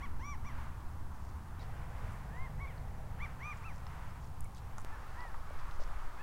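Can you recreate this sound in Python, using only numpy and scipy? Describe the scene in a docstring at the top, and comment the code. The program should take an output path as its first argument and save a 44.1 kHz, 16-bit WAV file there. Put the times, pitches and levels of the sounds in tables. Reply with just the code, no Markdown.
"""Quail in desert scrub

Quail call from the brush: short arched, reedy notes, some strong and some faint, each a sum of
seven harmonics coloured by throat resonances. Wind is shaped noise: buffeting and rumble on a
hand-held microphone, a distant rush of air and a breeze in the brush; its colour shifts between
stretches, with a click at two of the shifts. Dry twigs tick and bumps knock the housing as damped
rings, rustles are uneven crackle, and a small bird chips in swept tones."""
import sys
import numpy as np
from scipy import signal
from scipy.fft import rfft, irfft, next_fast_len
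from scipy.io import wavfile
from scipy.ndimage import uniform_filter1d

SR = 44100
rng = np.random.default_rng(int(sys.argv[2]) if len(sys.argv) > 2 else 0)


def transcribe(u):
    """Save the signal u as a 16-bit wav file named by the first command-line argument.

    u: samples, shape (n,) or (channels, n), limited to [-1, 1]; the rate is SR.
    q: integer samples, one column per channel.
    """
    v = np.clip(np.atleast_2d(u).T, -1, 1)
    q = np.round(v * 32767).astype(np.int16)
    wavfile.write(sys.argv[1], SR, q)


N = 274302
T = np.arange(N) / SR  # time axis, s


def undb(db):
    """Decibels to gain."""
    return 10 ** (np.asarray(db) / 20)


def unit(x):
    """Scale to rms 1."""
    return x / np.sqrt(np.mean(x ** 2))


def response(hz, points):
    """Gain of an outline of (f/Hz, level/dB), falling steeply above its last point."""
    f, db = np.transpose(points)
    hz = np.maximum(hz, 1)
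    outline = undb(np.interp(np.log(hz), np.log(f), db))
    return outline / np.maximum(hz / f[-1], 1) ** 2


def noise(points):
    """Noise with the given spectrum, rms 1."""
    size = next_fast_len(N)
    hz = np.fft.rfftfreq(size, 1 / SR)
    spectrum = rfft(rng.standard_normal(size)) * response(hz, points)
    return unit(irfft(spectrum, size)[:N])


def walk(rate):
    """Slow chance: smoothly joined random levels, rate of them per second, spread near 1."""
    k = int(SR / rate)
    steps = np.repeat(rng.standard_normal(N // k + 1), k)
    smooth = uniform_filter1d(uniform_filter1d(steps, k), k)
    return 1.21 * smooth[:N]


def band(x, hz, spread):
    """Band-pass from hz / spread to hz * spread, at least a narrow band and below the top of the range."""
    spread = max(spread, 1.05)
    edges = [hz / spread, min(hz * spread, .45 * SR)]
    return signal.sosfilt(signal.butter(2, edges, "band", fs=SR, output="sos"), x)


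def add(out, s, x):
    """Mix x into out from time s on."""
    i = max(int(s * SR), 0)
    out[i:i + len(x)] += x[:max(N - i, 0)]


def hits(table, spread, ring, snap):
    """Each blow is a snap and a burst of crackle around one quickly damped resonance."""
    out, t = np.zeros(N), T[:SR // 10]
    for s, db, hz, t60 in table:
        decay = undb(-60 * t / t60)
        crackle = rng.standard_normal(len(t)) * decay
        hit = band(crackle + snap * (t == 0), hz, spread)
        hit = hit / np.abs(hit).max() + ring * decay * np.sin(2 * np.pi * hz * t)
        add(out, s, undb(db) * hit / np.abs(hit).max())
    return out


# breeze through the brush all around: t/s, level/dB
BREEZE_LEVEL = [(0, -58), (.3, -68.5), (.62, -55), (.95, -63), (1.3, -60.5), (1.55, -64.5), (1.62, -59.5),
                (2.1, -55), (2.9, -63), (3.3, -58.5), (4.15, -60), (4.4, -63.5), (4.8, -60.5), (5.1, -55),
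                (5.42, -62.5), (5.8, -54.5), (6.22, -60)]
# colour of the breeze in the leaves: f/Hz, relative level/dB
LEAF_SPECTRUM = [(400, -12.5), (1000, 5), (1400, 1.5), (1900, -3), (2700, -10.5), (4000, -20.5),
                 (8000, -25.5), (16000, -37)]
# colour of the steady hiss: f/Hz, relative level/dB
HISS_SPECTRUM = [(100, 0), (3000, -1), (6000, -3), (10000, -4), (14000, -6), (20000, -5.5)]
HISS_DB = -68


def air(flicker_db=2.28):
    """The breeze swells and sinks in the brush, over steady hiss."""
    breeze_db = np.interp(T, *np.transpose(BREEZE_LEVEL)) + flicker_db * walk(12)
    return undb(breeze_db) * noise(LEAF_SPECTRUM) + undb(HISS_DB) * noise(HISS_SPECTRUM)


# wind at the microphone: t/s, slow buffeting level/dB, rumble level/dB
WIND_LEVELS = [(0, -37, -43.5), (1.4, -44.5, -45), (1.7, -43.5, -42), (2.8, -47, -41.5), (3.5, -48, -44.5),
               (4.7, -41, -46.5), (5.55, -41, -47.5), (5.66, -32.5, -45), (5.88, -27, -49),
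               (6.22, -41, -50)]
# colour of the buffeting on the diaphragm: f/Hz, relative level/dB
BUFFET_SPECTRUM = [(1, -3), (4, 4), (9, 2.5), (16, -10), (30, -13), (60, -30.5), (150, -50)]
# stretches of background, each with its own colour: from t/s, crossfade t/s, far rush level/dB,
# rumble spectrum [f/Hz, relative level/dB], rush spectrum [f/Hz, relative level/dB]
BACKGROUND_STRETCHES = [ (0, 0.0025, -57.5, [(20, -4.5), (48, -7.5), (68, 1.5), (95, -6), (125, -9),
                        (160, -16.5), (250, -20), (430, -34), (1200, -77)], [(150, -7), (500, -7.5),
                        (700, -4.5), (900, 2), (1250, -3), (1600, -9), (2400, -25), (5000, -61)]),
                        (1.593, 0.0034, -57, [(20, 0), (40, 4), (70, -0.5), (95, -0.5), (150, -5.5),
                        (195, -15), (250, -20), (400, -39.5), (1200, -54)], [(150, -22), (300, -10),
                        (450, -4), (580, -4.5), (800, -0.5), (1000, -4.5), (1300, -13.5), (2000, -15),
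                        (5000, -65)]), (3.0, 0.39, -58.5, [(20, -6.5), (40, 0), (70, 1), (95, -1),
                        (145, -7), (195, -17), (270, -22), (400, -35.5), (1200, -47)], [(150, -2.5),
                        (300, -9), (450, -4), (620, -6.5), (800, 0.5), (1000, -2), (1300, -8.5),
                        (1900, -30), (5000, -33)]), (4.848, 0.0034, -54.5, [(20, -3.5), (48, -2), (68, -4),
                        (95, -11.5), (125, -12.5), (190, -24), (300, -34.5), (1200, -56)], [(150, -5),
                        (400, -8.5), (600, -7.5), (800, -4), (1020, -1), (1300, -2.5), (1700, -12.5),
                        (2500, -24), (5000, -27.5)]), ]


def wind(gust_db=0.75):
    """Large eddies push the diaphragm, small ones rumble; rumble and far rush change colour by stretches."""
    s, *columns = np.transpose(WIND_LEVELS)
    buffet_db, rumble_db = (np.interp(T, s, c) for c in columns)
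    gusts = undb(rumble_db + gust_db * walk(14))
    out = np.zeros(N)
    for start, crossfade_s, rush_db, rumble, rush in BACKGROUND_STRETCHES:
        # equal-power crossfade into this stretch
        share = np.clip((T - start) / crossfade_s, 0, 1)
        stretch = gusts * noise(rumble) + undb(rush_db) * noise(rush)
        out = np.cos(share * np.pi / 2) * out + np.sin(share * np.pi / 2) * stretch
    return out + undb(buffet_db) * noise(BUFFET_SPECTRUM)


# sharp clicks where the background changes abruptly: t/s, level/dB
BACKGROUND_CLICKS = [(1.5952, -41), (4.848, -31.5)]


def clicks(relax_s=0.00058):
    """A sudden step that relaxes at once."""
    out = np.zeros(N)
    for s, db in BACKGROUND_CLICKS:
        add(out, s, undb(db) * np.exp(-T[:SR // 20] / relax_s))
    return out


# the hand against the housing, right at the microphone: t/s, peak level/dB, ring f/Hz, t60 t/s
HOUSING_BUMPS = [(3.8676, -46, 1060, 0.016), (4.7825, -38, 1110, .035), (5.252, -42, 800, 0.025),
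                 (5.3436, -40.5, 1070, 0.026), (5.5063, -42, 534, 0.02), (5.7956, -45, 475, .03),
                 (5.8185, -41.5, 675, 0.011)]


def bumps():
    """Each knock makes the housing ring strongly and briefly."""
    return hits(HOUSING_BUMPS, spread=1.22, ring=0.84, snap=3.1)


# dry rustles and scuffs out in the brush: t/s, length t/s, centre f/Hz, level/dB before the swell
BRUSH_RUSTLES = [(.8, 0.018, 3800, -70), (1.08, .3, 5550, -75), (1.586, 0.075, 3980, -65.5),
                 (2.03, .2, 8500, -75), (3.563, .025, 5970, -67.5), (3.698, 0.12, 5940, -72),
                 (4.208, 0.085, 5700, -69), (4.535, .081, 3880, -68), (4.83, 0.16, 1540, -60),
                 (5.587, 0.024, 4600, -65), (5.685, .11, 5500, -74), (5.796, 0.056, 4730, -59.5)]


def rustles(grain_db=4.0, spread=1.3):
    """Swells of fine, uneven crackle from dry brush and sand."""
    out = np.zeros(N)
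    grains = rng.standard_normal(N) * undb(grain_db * walk(400))
    for s, length, hz, db in BRUSH_RUSTLES:
        burst = grains[int(s * SR):int((s + length) * SR)]
        swell = np.sqrt(np.hanning(len(burst)))
        add(out, s, undb(db) * unit(band(burst, hz, spread)) * swell)
    return out


# dry twigs snapping in the brush: t/s, peak level/dB, ring f/Hz, t60 t/s, splinter level/dB re the snap
TWIG_SNAPS = [(2.1225, -54, 6000, .008, -12), (3.867, -47, 3470, 0.0089, -28),
              (4.407, -39, 9200, 0.0042, -27), (4.4433, -48.5, 8200, .016, -12),
              (4.548, -48.5, 5530, 0.01, -6), (4.7825, -39.5, 6500, 0.0091, -12),
              (5.7109, -49, 3800, 0.023, -18)]
# typical spacing, level drop per tick (negative: each tick louder), ring relative to the snap
SPLINTER_GAP_S, SPLINTER_DROP_DB, SPLINTER_PITCH = 0.0083, -1, 1.24


def twigs(count=4, unevenness=0.21, splinter_t60=0.0077):
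    """A twig snaps, then splinters in a few ticks at uneven gaps, each slightly louder than the last."""
    ticks = []
    gaps = SPLINTER_GAP_S * np.exp(unevenness * rng.standard_normal((len(TWIG_SNAPS), count)))
    for (s, db, hz, t60, splinter_db), delays in zip(TWIG_SNAPS, np.cumsum(gaps, axis=1)):
        ticks.append((s, db, hz, t60))
        for k, delay in enumerate(delays):
            tick_db = db + splinter_db - k * SPLINTER_DROP_DB
            ticks.append((s + delay, tick_db, hz * SPLINTER_PITCH, splinter_t60))
    return hits(ticks, spread=1.27, ring=0.16, snap=3.3)


# small bird's chips from the brush: t/s, length t/s, start f/Hz, end f/Hz, level/dB at the middle
BIRD_CHIPS = [(1.59, .025, 3880, 3850, -64), (2.778, 0.0061, 4900, 3900, -61.5),
              (3.8655, .007, 5300, 5100, -58), (4.103, .01, 5300, 5000, -66),
              (4.444, 0.025, 2410, 2050, -61.5), (5.203, 0.0079, 3570, 5800, -58)]


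def chips():
    """Tiny swept whistles of a small bird."""
    out = np.zeros(N)
    for s, length, start_hz, end_hz, db in BIRD_CHIPS:
        hz = np.linspace(start_hz, end_hz, int(length * SR))
        whistle = np.sin(2 * np.pi * np.cumsum(hz) / SR)
        add(out, s, np.sqrt(2) * undb(db) * np.hanning(len(hz)) * whistle)
    return out


def arch(start, rise, fall, rise_shape, fall_shape):
    """Climb from 0 to 1 and drop back; 0 outside the note."""
    past_top = T - start - rise
    inside = (past_top > -rise) & (past_top < fall)
    t, out = past_top[inside], np.zeros(N)
    climb = np.abs(t / rise) ** rise_shape
    drop = np.abs(t / fall) ** fall_shape
    out[inside] = 1 - np.where(t < 0, climb, drop)
    return out


# throat and beak, with a broad resonance from 1.6 to 2.4 kHz and a narrow one near 5.9 kHz: f/Hz, level/dB
THROAT_RESPONSE = [(700, -7), (1150, -4), (1600, -1.5), (2400, -2), (2800, -6), (3500, -18), (4200, -21),
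                   (4700, -29.5), (5200, -25), (5600, -13.5), (5900, -11.5), (6400, -27), (7100, -30),
                   (8300, -46)]
# quail notes from the brush, each one arch of pitch: start t/s, rise t/s, fall t/s, top f/Hz,
# rise shape, fall shape (1 is a straight slope, 5 a flat top with a steep edge),
# level/dB at the top before colouring, then fundamental level/dB, reedy overtones level/dB and
# high whistle level/dB, all relative to the second harmonic before the throat
QUAIL_NOTES = [ (0, 0.039, .035, 1142, 1.64, 2, -51, 6.5, 0, -8),
               (0.189, 0.095, 0.077, 1164, 2.55, 4.4, -51, 5.5, -4, 2.5),
               (0.438, 0.04, 0.072, 1187, 2.3, 0.99, -53, 6, -3, 0.5),
               (2.269, 0.15, 0.062, 1064, 1.27, 5.9, -51.5, 0, -14, -23),
               (2.586, 0.039, 0.1, 1127, 2.84, 1.7, -49.5, 1.5, -13, -20),
               (2.649, 0.034, .08, 1174, 2.4, 0.95, -54.5, -3, -3, -18),
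               (3.184, 0.046, 0.04, 1179, 1.5, 3.8, -45, -3, -4.5, -16),
               (3.389, 0.094, .063, 1213, 2.7, 4.3, -45, -1, -11, -10),
               (3.624, .042, 0.073, 1348, 2.3, 1.5, -51.5, 1, -8, -5),
               (4.896, 0.034, 0.045, 883, 1.46, 2.26, -56.5, 7, -12, -15),
               (5.141, 0.074, 0.13, 986, 2.4, 2, -52.5, 1.5, -24, -25),
               (5.446, 0.065, 0.16, 1147, 3.3, 1.8, -67.5, 1, -12, -13),
               (6.17, 0.062, .1, 890, 2.5, 2.2, -53, -8, -4, -24), ]
REST_HZ = 689  # pitch at the foot of every arch, before waver
EFFORT_DB = 14  # effort raises a note this much from foot to top, before colouring


def quail(waver=0.0048, shimmer_db=1.0, fade_s=0.0036, open_db=8, reed_swell_db=4):
    """The syrinx sweeps an arch of pitch; each harmonic lights up as it crosses a throat resonance."""
    out = np.zeros(N)
    jitter = 1 + waver * walk(300)
    flutter = [undb(shimmer_db * walk(90)) for _ in range(7)]
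    arches = [arch(start, rise, fall, up, down) for start, rise, fall, _, up, down, *_ in QUAIL_NOTES]
    highest = np.max(arches, axis=0)
    for height, note in zip(arches, QUAIL_NOTES):
        _, _, _, top_hz, _, _, db, fundamental_db, reed_db, whistle_db = note
        # where two notes run together, the higher arch takes over
        i = np.flatnonzero((height > 0) & (height >= highest))
        hz = (REST_HZ + (top_hz - REST_HZ) * height[i]) * jitter[i]
        phase = 2 * np.pi * np.cumsum(hz) / SR
        edge_s = np.minimum(T[i] - T[i[0]], T[i[-1]] - T[i])
        gate = np.clip(edge_s / fade_s, 0, 1)
        effort = np.sqrt(2) * gate * undb(db + EFFORT_DB * (height[i] - 1))
        # the beak is widest at the top of the arch, where the high whistle comes out
        high_db = whistle_db + open_db * (hz / top_hz - 1)
        # the voice grows reedier with effort
        mid_db = reed_db + reed_swell_db * (height[i] - 1)
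        colours = [fundamental_db, 0, mid_db, mid_db, high_db, high_db, high_db]
        for k, (colour_db, shimmer) in enumerate(zip(colours, flutter), 1):
            gain = effort * shimmer[i] * undb(colour_db) * response(k * hz, THROAT_RESPONSE)
            out[i] += gain * np.sin(k * phase)
    return out


def scrub(x, wet_db=-21, t60=0.48, delay_s=0.006):
    """Bushes and banks scatter a thin, short echo."""
    t = T[:SR // 2]
    scatter = band(rng.standard_normal(len(t)), 2600, spread=3.1)
    tail = scatter * undb(-60 * t / t60) * (t > delay_s)
    echo = signal.fftconvolve(x, tail / np.linalg.norm(tail))[:N]
    return x + undb(wet_db) * echo


def scene():
    """Birds, twigs and rustles in the brush, wind and bumps, and clicks where the background changes abruptly."""
    background = air() + wind() + clicks()
    brush = scrub(rustles() + twigs() + chips() + quail())
    return (background + bumps() + brush)[None]


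TOP_HZ = 15800  # upper edge of what passes


def record(dry):
    """A steep elliptic low-pass cuts the top of the sound."""
    return signal.sosfilt(signal.ellip(10, .1, 70, TOP_HZ, fs=SR, output="sos"), dry)


dry = scene()
out = record(dry)
transcribe(out)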